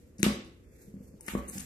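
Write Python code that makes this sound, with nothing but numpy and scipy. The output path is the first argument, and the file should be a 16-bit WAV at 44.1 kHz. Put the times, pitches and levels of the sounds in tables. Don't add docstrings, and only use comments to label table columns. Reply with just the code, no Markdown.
import sys
import numpy as np
from scipy import signal
from scipy.fft import rfft, irfft
from scipy.io import wavfile
from scipy.ndimage import uniform_filter1d

SR = 44100
rng = np.random.default_rng(int(sys.argv[2]) if len(sys.argv) > 2 else 0)


def boost(x):
    u = np.asarray(x, float) / 20
    return 10 ** u


def file_out(sig):
    cols = np.atleast_2d(sig).T
    lim = np.clip(cols, -1, 1)
    pcm = np.round(lim * 32767).astype(np.int16)
    wavfile.write(sys.argv[1], SR, pcm)


N = 72765
T = np.arange(N) / SR
F = np.fft.rfftfreq(N, 1 / SR)

# [t/s, level/dB, contact/ms, upper modes/dB]
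BUMPS = [(0.1908, -34.5, 2.5, 3.5), (0.2011, -33.5, 2.3, 9), (0.2306, -19, 1.61, 8),
         (0.2641, -13, 0.91, -3.5), (0.294, -50, 4, 1), (0.321, -31.5, 3.4, 5), (0.878, -36.5, 3.61, -7),
         (0.939, -33.5, 2.43, -1), (.965, -34, 2.33, -14), (1.005, -37.5, 2.58, -2.5),
         (1.088, -49.5, 2.35, 6), (1.14, -49, 2.88, 19.5), (1.282, -37, 1.1, 0), (1.335, -29.5, 1.1, -6),
         (1.351, -21, 0.8, 3.5), (1.37, -44, 1.18, 1), (1.42, -62, 1.9, 20), (1.49, -40, 3.6, -3),
         (1.39, -40.5, 2, 7), (1.509, -42.5, 1.84, 3.5), (1.534, -47, 1.2, -1.5), (1.555, -37.5, 2.8, 13),
         (1.565, -41.5, 2.4, 9.5), (1.576, -36, 2.3, -0.5), (1.596, -36, 3, -13), (1.624, -42, 8.8, 21)]
# [f/Hz, level/dB, t60/s]
BOARD_MODES = [(67, -16, .3), (106, -20.5, 0.088), (180, -38, 0.22), (206.95, -2.5, 0.13),
               (249.4, -10.5, 0.14), (339, -5, 0.036), (435, -23, 0.072), (511, -8.5, 0.013),
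               (717, -19.5, 0.0058), (1120, -9.5, 0.012)]
UPPER_FROM_HZ = 300
# [t/s, level/dB, pitch ratio, contact/ms]
CLACKS = [(0.23048, -4.5, 0.98, 0.07), (.2478, -20, 0.8, 0.2), (1.356, -27, 0.7, 0.3),
          (.2492, -46, 0.93, 0.18), (1.2822, -30.5, 0.894, .1), (1.2825, -19, 0.8, 0.2),
          (1.2858, -17, 0.75, 0.25), (1.288, -23, 1, 0.2), (.448, -45, 0.84, 0.05), (0.968, -45, 0.9, .4),
          (1.5807, -28, 1.1, 0.072), (1.2086, -48.5, 0.85, 0.027)]
# [f/Hz, level/dB, t60/s]
SHELL_MODES = [(1520, -14.5, 0.0067), (2635, -3, 0.0066), (3478, -18.5, 0.0027), (3920, -5, 0.0047),
               (6280, -1, 0.0041), (8180, -1, 0.0035), (8796, -13, 0.0046), (12050, -1.5, 0.0077)]
CLACK_TO_ROOM_DB = 11.5
# [t/s, level/dB, f/Hz]
HOLLOW_NOTES = [
    (.2642, -31.5, 1110),
    (1.3518, -32, 1120),
    (1.2, -56.5, 890),
]
HOLLOW_T60_S = 0.027
# [t/s, level/dB, contact/ms]
PAWS = [
    (0.269, -31.5, 10),
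    (0.31, -37, 18),
    (0.658, -39.5, 6.8),
    (1.039, -46, 3.8),
    (1.309, -31.5, 9.2),
    (1.367, -26, 4.8),
    (1.411, -39.5, 6.8),
    (1.582, -36, 6.7),
]
JOIST_HZ, JOIST_T60_S = 66, 0.36
# [t/s, level/dB, length/ms, centre f/Hz]
SCRATCHES = [(0.1824, -52, 4, 6500), (0.194, -53, 1.9, 7000), (.197, -50, 4.4, 9130),
             (.206, -60, 2.9, 8000), (0.213, -63.5, 6.6, 8000), (0.189, -63, 4, 5000), (.2, -60.5, 4, 4500),
             (0.202, -51, 3, 11500), (0.213, -60, 5, 4500), (0.22, -54, 4, 11000), (0.22, -63, 3, 4000),
             (0.2289, -28, 1.1, 7000), (1.2082, -44, 1.2, 11500), (1.2082, -49, 1.5, 7000),
             (1.5806, -37, 2.5, 6200), (1.212, -56, 5, 8920), (1.226, -61.5, 18, 11000),
             (1.2304, -60, 2, 11900), (1.2502, -58, 2.5, 11400), (1.2622, -52, 8, 8500),
             (1.263, -54, 3, 12500), (1.281, -53, 8, 4200), (1.5829, -41, 2.2, 8900),
             (1.501, -54, 10, 9000), (1.595, -43.5, 14, 7540)]
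# [t/s, level/dB, length/ms, slip rate f/Hz]
SQUEAKS = [
    (1.2822, -42, 2.4, 1990),
    (1.2872, -42, 3, 2020),
    (1.4835, -44, 3.2, 900),
    (1.4875, -41, 3.8, 1100),
    (1.4928, -44, 4.4, 1500),
    (1.498, -38.5, 2.8, 1600),
    (1.5975, -52, 3.5, 1500),
    (1.6025, -49, 4.1, 1400),
    (1.6075, -45.5, 3.5, 1300),
]
SQUEAK_HZ, SQUEAK_OCTAVES, SQUEAK_JITTER_DB, SQUEAK_FROM_HZ = 8800, 0.5, 2.5, 6200
# [t/s, level/dB]
RUSTLE_LEVELS = [(0, -74), (.05, -70.5), (.14, -80), (.7, -79), (.76, -70), (.83, -63.5), (.92, -74),
                 (1.0, -77.5), (1.05, -66), (1.12, -74.5), (1.2, -78.5), (1.27, -55), (1.295, -45),
                 (1.45, -66), (1.5, -52.5), (1.56, -47), (1.65, -54.5)]
# [f/Hz, level/dB]
RUSTLE_TONE = [(800, 12), (2000, -37.5), (3300, 3), (5000, 4.5), (7500, 14.5), (10000, 5), (12000, 14),
               (14000, 11)]
GRAINS_PER_S, GRAIN_SPREAD_DB = 7000, 2.2
# [t/s, level/dB]
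SLIDE_LEVELS = [(0, -86), (.17, -114.5), (.195, -58.5), (.23, -67), (.3, -76.5), (.7, -80), (.8, -70),
                (.95, -83), (1.2, -90), (1.27, -58), (1.3, -49.5), (1.4, -56.5), (1.47, -61), (1.58, -57),
                (1.65, -59)]
SLIDE_HZ, SLIDE_OCTAVES = 1880, 0.42
# [f/Hz, level/dB]
PORT_TILT = [(60, -6.5), (200, 1), (600, 3), (2000, 13), (4500, 1), (8000, 16), (12000, -8)]
PORT_LAG_S, CLACK_PAN_DB, SCRATCH_PAN_DB, RUSTLE_PAN_DB = 0.0002, 1.2, 4, -3
# [f/Hz, t60/s, level/dB, left-right likeness/1]
ROOM = [(102, 0.21, -16.5, .95), (212, 0.67, -23, 1), (325, 0.63, -17, 1), (670, 0.45, -9.5, .3),
        (1550, 0.45, -5, -.2), (3240, 0.52, -9, 0.07), (7000, 0.39, -11.5, .1), (11900, 0.3, -7, .1)]
ROOM_GAP_S, ROOM_RISE_S = 0.004, 0.0084
ROOM_STREAK_DB, ROOM_STREAK_BINS, ROOM_PATCH_DB, ROOM_PATCH_PER_S = 1.8, 60, 1.0, 70
# [f/Hz, level per Hz/dB]
HUM_TONE = [(25, 6), (65, 1), (130, -10.5), (300, -15), (500, -17), (750, -39.5), (2000, -42.5),
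            (3500, -50.5), (7000, -49), (13000, -58)]
HUM_DB, HUM_FLICKER_DB, HUM_WIDE_HZ, HUM_BASS_SIDE = -50.5, 2.0, 900, 0.22
# [t/s, length/s, low f/Hz, high f/Hz]
DROPOUTS = [(.25, .045, 10150, 11000), (.295, .07, 9850, 10800), (.33, .03, 4150, 4500),
            (.26, .17, 12750, 14000), (.3, .04, 12050, 12400), (.345, .03, 8900, 9400),
            (.37, .065, 8700, 11100), (.36, .07, 11900, 14000), (.66, .2, 2750, 3300),
            (.65, .08, 3700, 4300), (.95, .2, 3600, 4200), (1.06, .08, 2800, 3500), (1.2, .07, 3100, 3700),
            (1.29, .03, 5200, 5600), (1.315, .045, 4300, 4800), (1.34, .025, 5800, 6100),
            (1.37, .07, 9900, 10300), (1.43, .03, 3600, 3950), (1.46, .065, 3050, 3500),
            (1.55, .03, 3750, 4100)]
MASK_DB, MASK_FROM_HZ, MASK_SCATTER_DB = -6.5, 2500, 2.5
LOW_CUT_HZ, MIC_TOP_HZ = 93.5, 13300
TOP_CLICK_DB, TOP_SHELF_DB = 10, -5


def curve(hz, table, col=1):
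    a = np.array(table, float)
    return np.interp(np.log(np.maximum(hz, 1)), np.log(a[:, 0]), a[:, col])


def unit(x):
    return x / np.sqrt(np.mean(x ** 2))


def near(s):
    return slice(int(s * SR) - 200, int(s * SR) + 2400)


def push(s, ms, t):
    g = np.exp(-0.5 * ((t - s) / (ms / 4000)) ** 2)
    return g / g.sum()


def ring(x, hz, t60):
    r = np.exp(-np.log(1000) / (t60 * SR))
    w = 2 * np.pi * hz / SR
    return signal.lfilter([0, r * np.sin(w)], [1, -2 * r * np.cos(w), r * r], x)


def bell(f, hz, octaves):
    return np.exp(-0.5 * (np.log2(f / hz) / octaves) ** 2)


def band(spectrum, hz, octaves):
    f = np.linspace(1, SR / 2, spectrum.shape[-1])
    return irfft(spectrum * bell(f, hz, octaves))


def walk(rate):
    k = int(SR / rate)
    return unit(uniform_filter1d(uniform_filter1d(rng.standard_normal(N), k), k))


def bumps():
    force = np.zeros((2, N))
    for s, db, ms, upper_db in BUMPS:
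        t = T[near(s)]
        swing = push(s + ms / 1000, ms, t) - 0.38 * push(s, ms / 2, t)
        force[:, near(s)] += boost(db + np.array([[0], [upper_db]])) * swing
    return sum(boost(db) * ring(force[int(hz > UPPER_FROM_HZ)], hz, t60) for hz, db, t60 in BOARD_MODES)


def clacks():
    direct, spread = np.zeros(N), np.zeros(N)
    chance_db = rng.standard_normal((len(CLACKS), len(SHELL_MODES)))
    for (s, db, ratio, ms), mode_chance in zip(CLACKS, chance_db):
        t = T[near(s)]
        tap = push(s, ms, t) * boost(db)
        for k, (hz, mode_db, t60) in enumerate(SHELL_MODES):
            sign = 1 if k % 4 == 0 else -1
            direct[near(s)] += sign * boost(mode_db + mode_chance[k]) * ring(tap, hz * ratio, t60) / 2
        spread[near(s)] += boost(CLACK_TO_ROOM_DB) * (tap - push(s, 0.98, t) * boost(db))
    return direct, spread


def hollow():
    out = np.zeros(N)
    for s, db, hz in HOLLOW_NOTES:
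        out[near(s)] += boost(db) * ring(push(s, 0.23, T[near(s)]), hz, HOLLOW_T60_S)
    return out


def paws():
    force = np.zeros(N)
    for s, db, ms in PAWS:
        force[near(s)] += boost(db) * push(s + ms / 1000, ms, T[near(s)])
    return ring(force, JOIST_HZ, JOIST_T60_S)


def grains():
    chance, side, size = rng.random((3, N))
    clicks = (chance < GRAINS_PER_S / SR) * np.sign(side - 0.5) * (size + 1e-9) ** (-GRAIN_SPREAD_DB / 8.7)
    return clicks + 0.2 * rng.standard_normal(N)


def scratches():
    texture, out = grains(), np.zeros(N)
    for s, db, ms, hz in SCRATCHES:
        t = T[near(s)] - s
        attack = np.clip(t / 0.00025, 0, 1)
        fade = np.exp(-np.maximum(t - ms / 1000, 0) / 0.0013)
        burst = unit(band(rfft(texture[near(s)]), hz, 0.44))
        out[near(s)] += boost(db) * attack * fade * burst
    return out


def squeaks():
    out = np.zeros(N)
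    k = np.arange(4, 11)[:, None]
    chance = rng.standard_normal((len(SQUEAKS), 2, len(k), 1))
    for (s, db, ms, hz), (jitter, phase) in zip(SQUEAKS, chance):
        t = T[near(s)] - s
        audible = (k * hz < MIC_TOP_HZ) * (k * hz > SQUEAK_FROM_HZ)
        tone = bell(k * hz, SQUEAK_HZ, SQUEAK_OCTAVES) * boost(SQUEAK_JITTER_DB * jitter) * audible
        lines = (tone * np.sin(2 * np.pi * k * hz * t + 2 * phase)).sum(axis=0)
        out[near(s)] += boost(db) * np.exp(-0.5 * (t / (ms / 2500)) ** 2) * lines
    return out


def ports(x, pan_db, tilt=0.0):
    db = pan_db + tilt * curve(F, PORT_TILT)
    left = boost(db / 2)
    right = boost(-db / 2) * np.exp(-2j * np.pi * F * PORT_LAG_S)
    return irfft(rfft(x) * np.array([left, right]), N)


def rustle():
    flutter_db = 2.0 * walk(70)

    def drag(levels, tone):
        s, db = np.transpose(levels)
        return unit(irfft(rfft(grains()) * tone, N)) * boost(np.interp(T, s, db) + flutter_db)

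    fur = boost(curve(F, RUSTLE_TONE)) * (F > 700)
    slide = bell(F + 1, SLIDE_HZ, SLIDE_OCTAVES)
    shared = ports(drag(RUSTLE_LEVELS, fur), RUSTLE_PAN_DB)
    own = [1.16 * drag(RUSTLE_LEVELS, fur) + drag(SLIDE_LEVELS, slide) for _ in "LR"]
    return shared + np.array(own)


def room(x):
    t = T[:32768]
    noise = rfft(rng.standard_normal((2, len(t))))
    streaks = unit(uniform_filter1d(rng.standard_normal(noise.shape[1]), size=ROOM_STREAK_BINS))
    noise = noise * boost(ROOM_STREAK_DB * streaks)
    tail = 0
    for hz in 50 * 2 ** np.arange(0, 8.5, 0.5):
        like = np.clip(curve(hz, ROOM, col=3), -1, 1)
        mid, side = band(noise, hz, 0.25)
        pair = np.sqrt(1 + like) * mid + np.sqrt(1 - like) * side * np.array([[1], [-1]])
        patch_db = ROOM_PATCH_DB * (hz > UPPER_FROM_HZ) * walk(ROOM_PATCH_PER_S)[:len(t)]
        decay_db = curve(hz, ROOM, col=2) - 60 * t / curve(hz, ROOM)
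        tail = tail + pair * boost(patch_db + decay_db)
    rise = np.clip((t - ROOM_GAP_S) / ROOM_RISE_S, 0, 1)
    return signal.fftconvolve(x[None], tail * rise / 20, axes=1)[:, :N]


def hum():
    bins = N // 2 + 2
    noise = rfft(rng.standard_normal((2, N + 1))) * boost(curve(np.linspace(1, SR / 2, bins), HUM_TONE))
    noise[1] *= np.clip(np.linspace(0, SR / 2, bins) / HUM_WIDE_HZ, HUM_BASS_SIDE, 1)
    out = 0
    for hz in 35 * 2.0 ** np.arange(10):
        out = out + boost(HUM_FLICKER_DB * walk(8)) * band(noise, hz, 0.45)[:, :N]
    mid, side = out
    return np.array([mid + side, mid - side]) * boost(HUM_DB) / np.std(mid)


def scene():
    low = bumps() + paws() + hollow()
    hard, spread = clacks()
    fine = scratches() + squeaks()
    direct = ports(low, -0.2, tilt=0.95) + ports(hard, CLACK_PAN_DB, tilt=1.0) + ports(fine, SCRATCH_PAN_DB)
    return direct + room(low + spread + 0.5 * fine) + rustle() + hum()


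def masked(x):
    def smooth(a):
        return uniform_filter1d(uniform_filter1d(a, size=13, axis=1), size=4, axis=2)

    f, t, z = signal.stft(x, SR, nperseg=1024)
    own = smooth(np.mean(abs(z) ** 2, axis=0)[None])
    around = uniform_filter1d(own, size=70, axis=1)
    luck = unit(smooth(rng.standard_normal(z[:1].shape)))
    keep = own > boost(MASK_DB + MASK_SCATTER_DB * luck) ** 2 * around
    keep = keep | (f < MASK_FROM_HZ)[:, None]
    for s, length, low_hz, high_hz in DROPOUTS:
        first, last = np.searchsorted(t, [s, s + length])
        keep[0, (f > low_hz) & (f < high_hz), first:last + 1] = False
    return signal.istft(z * keep, SR, nperseg=1024)[1][:, :N]


def band_limit(x):
    return signal.sosfilt(signal.butter(12, 16450, fs=SR, output="sos"), x)


def record(dry):
    x = signal.sosfilt(signal.butter(2, LOW_CUT_HZ, "high", fs=SR, output="sos"), dry)
    top = irfft(rfft(x) * (F > MIC_TOP_HZ), N)
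    quick, slow = [uniform_filter1d(top ** 2, size=size) for size in (60, 1500)]
    sudden = quick > boost(TOP_CLICK_DB) ** 2 * slow
    clicks = boost(TOP_SHELF_DB) * top * uniform_filter1d(1.0 * sudden, size=120)
    mix = masked(x - top) + clicks
    return band_limit(mix)


dry = scene()
out = record(dry)
file_out(out)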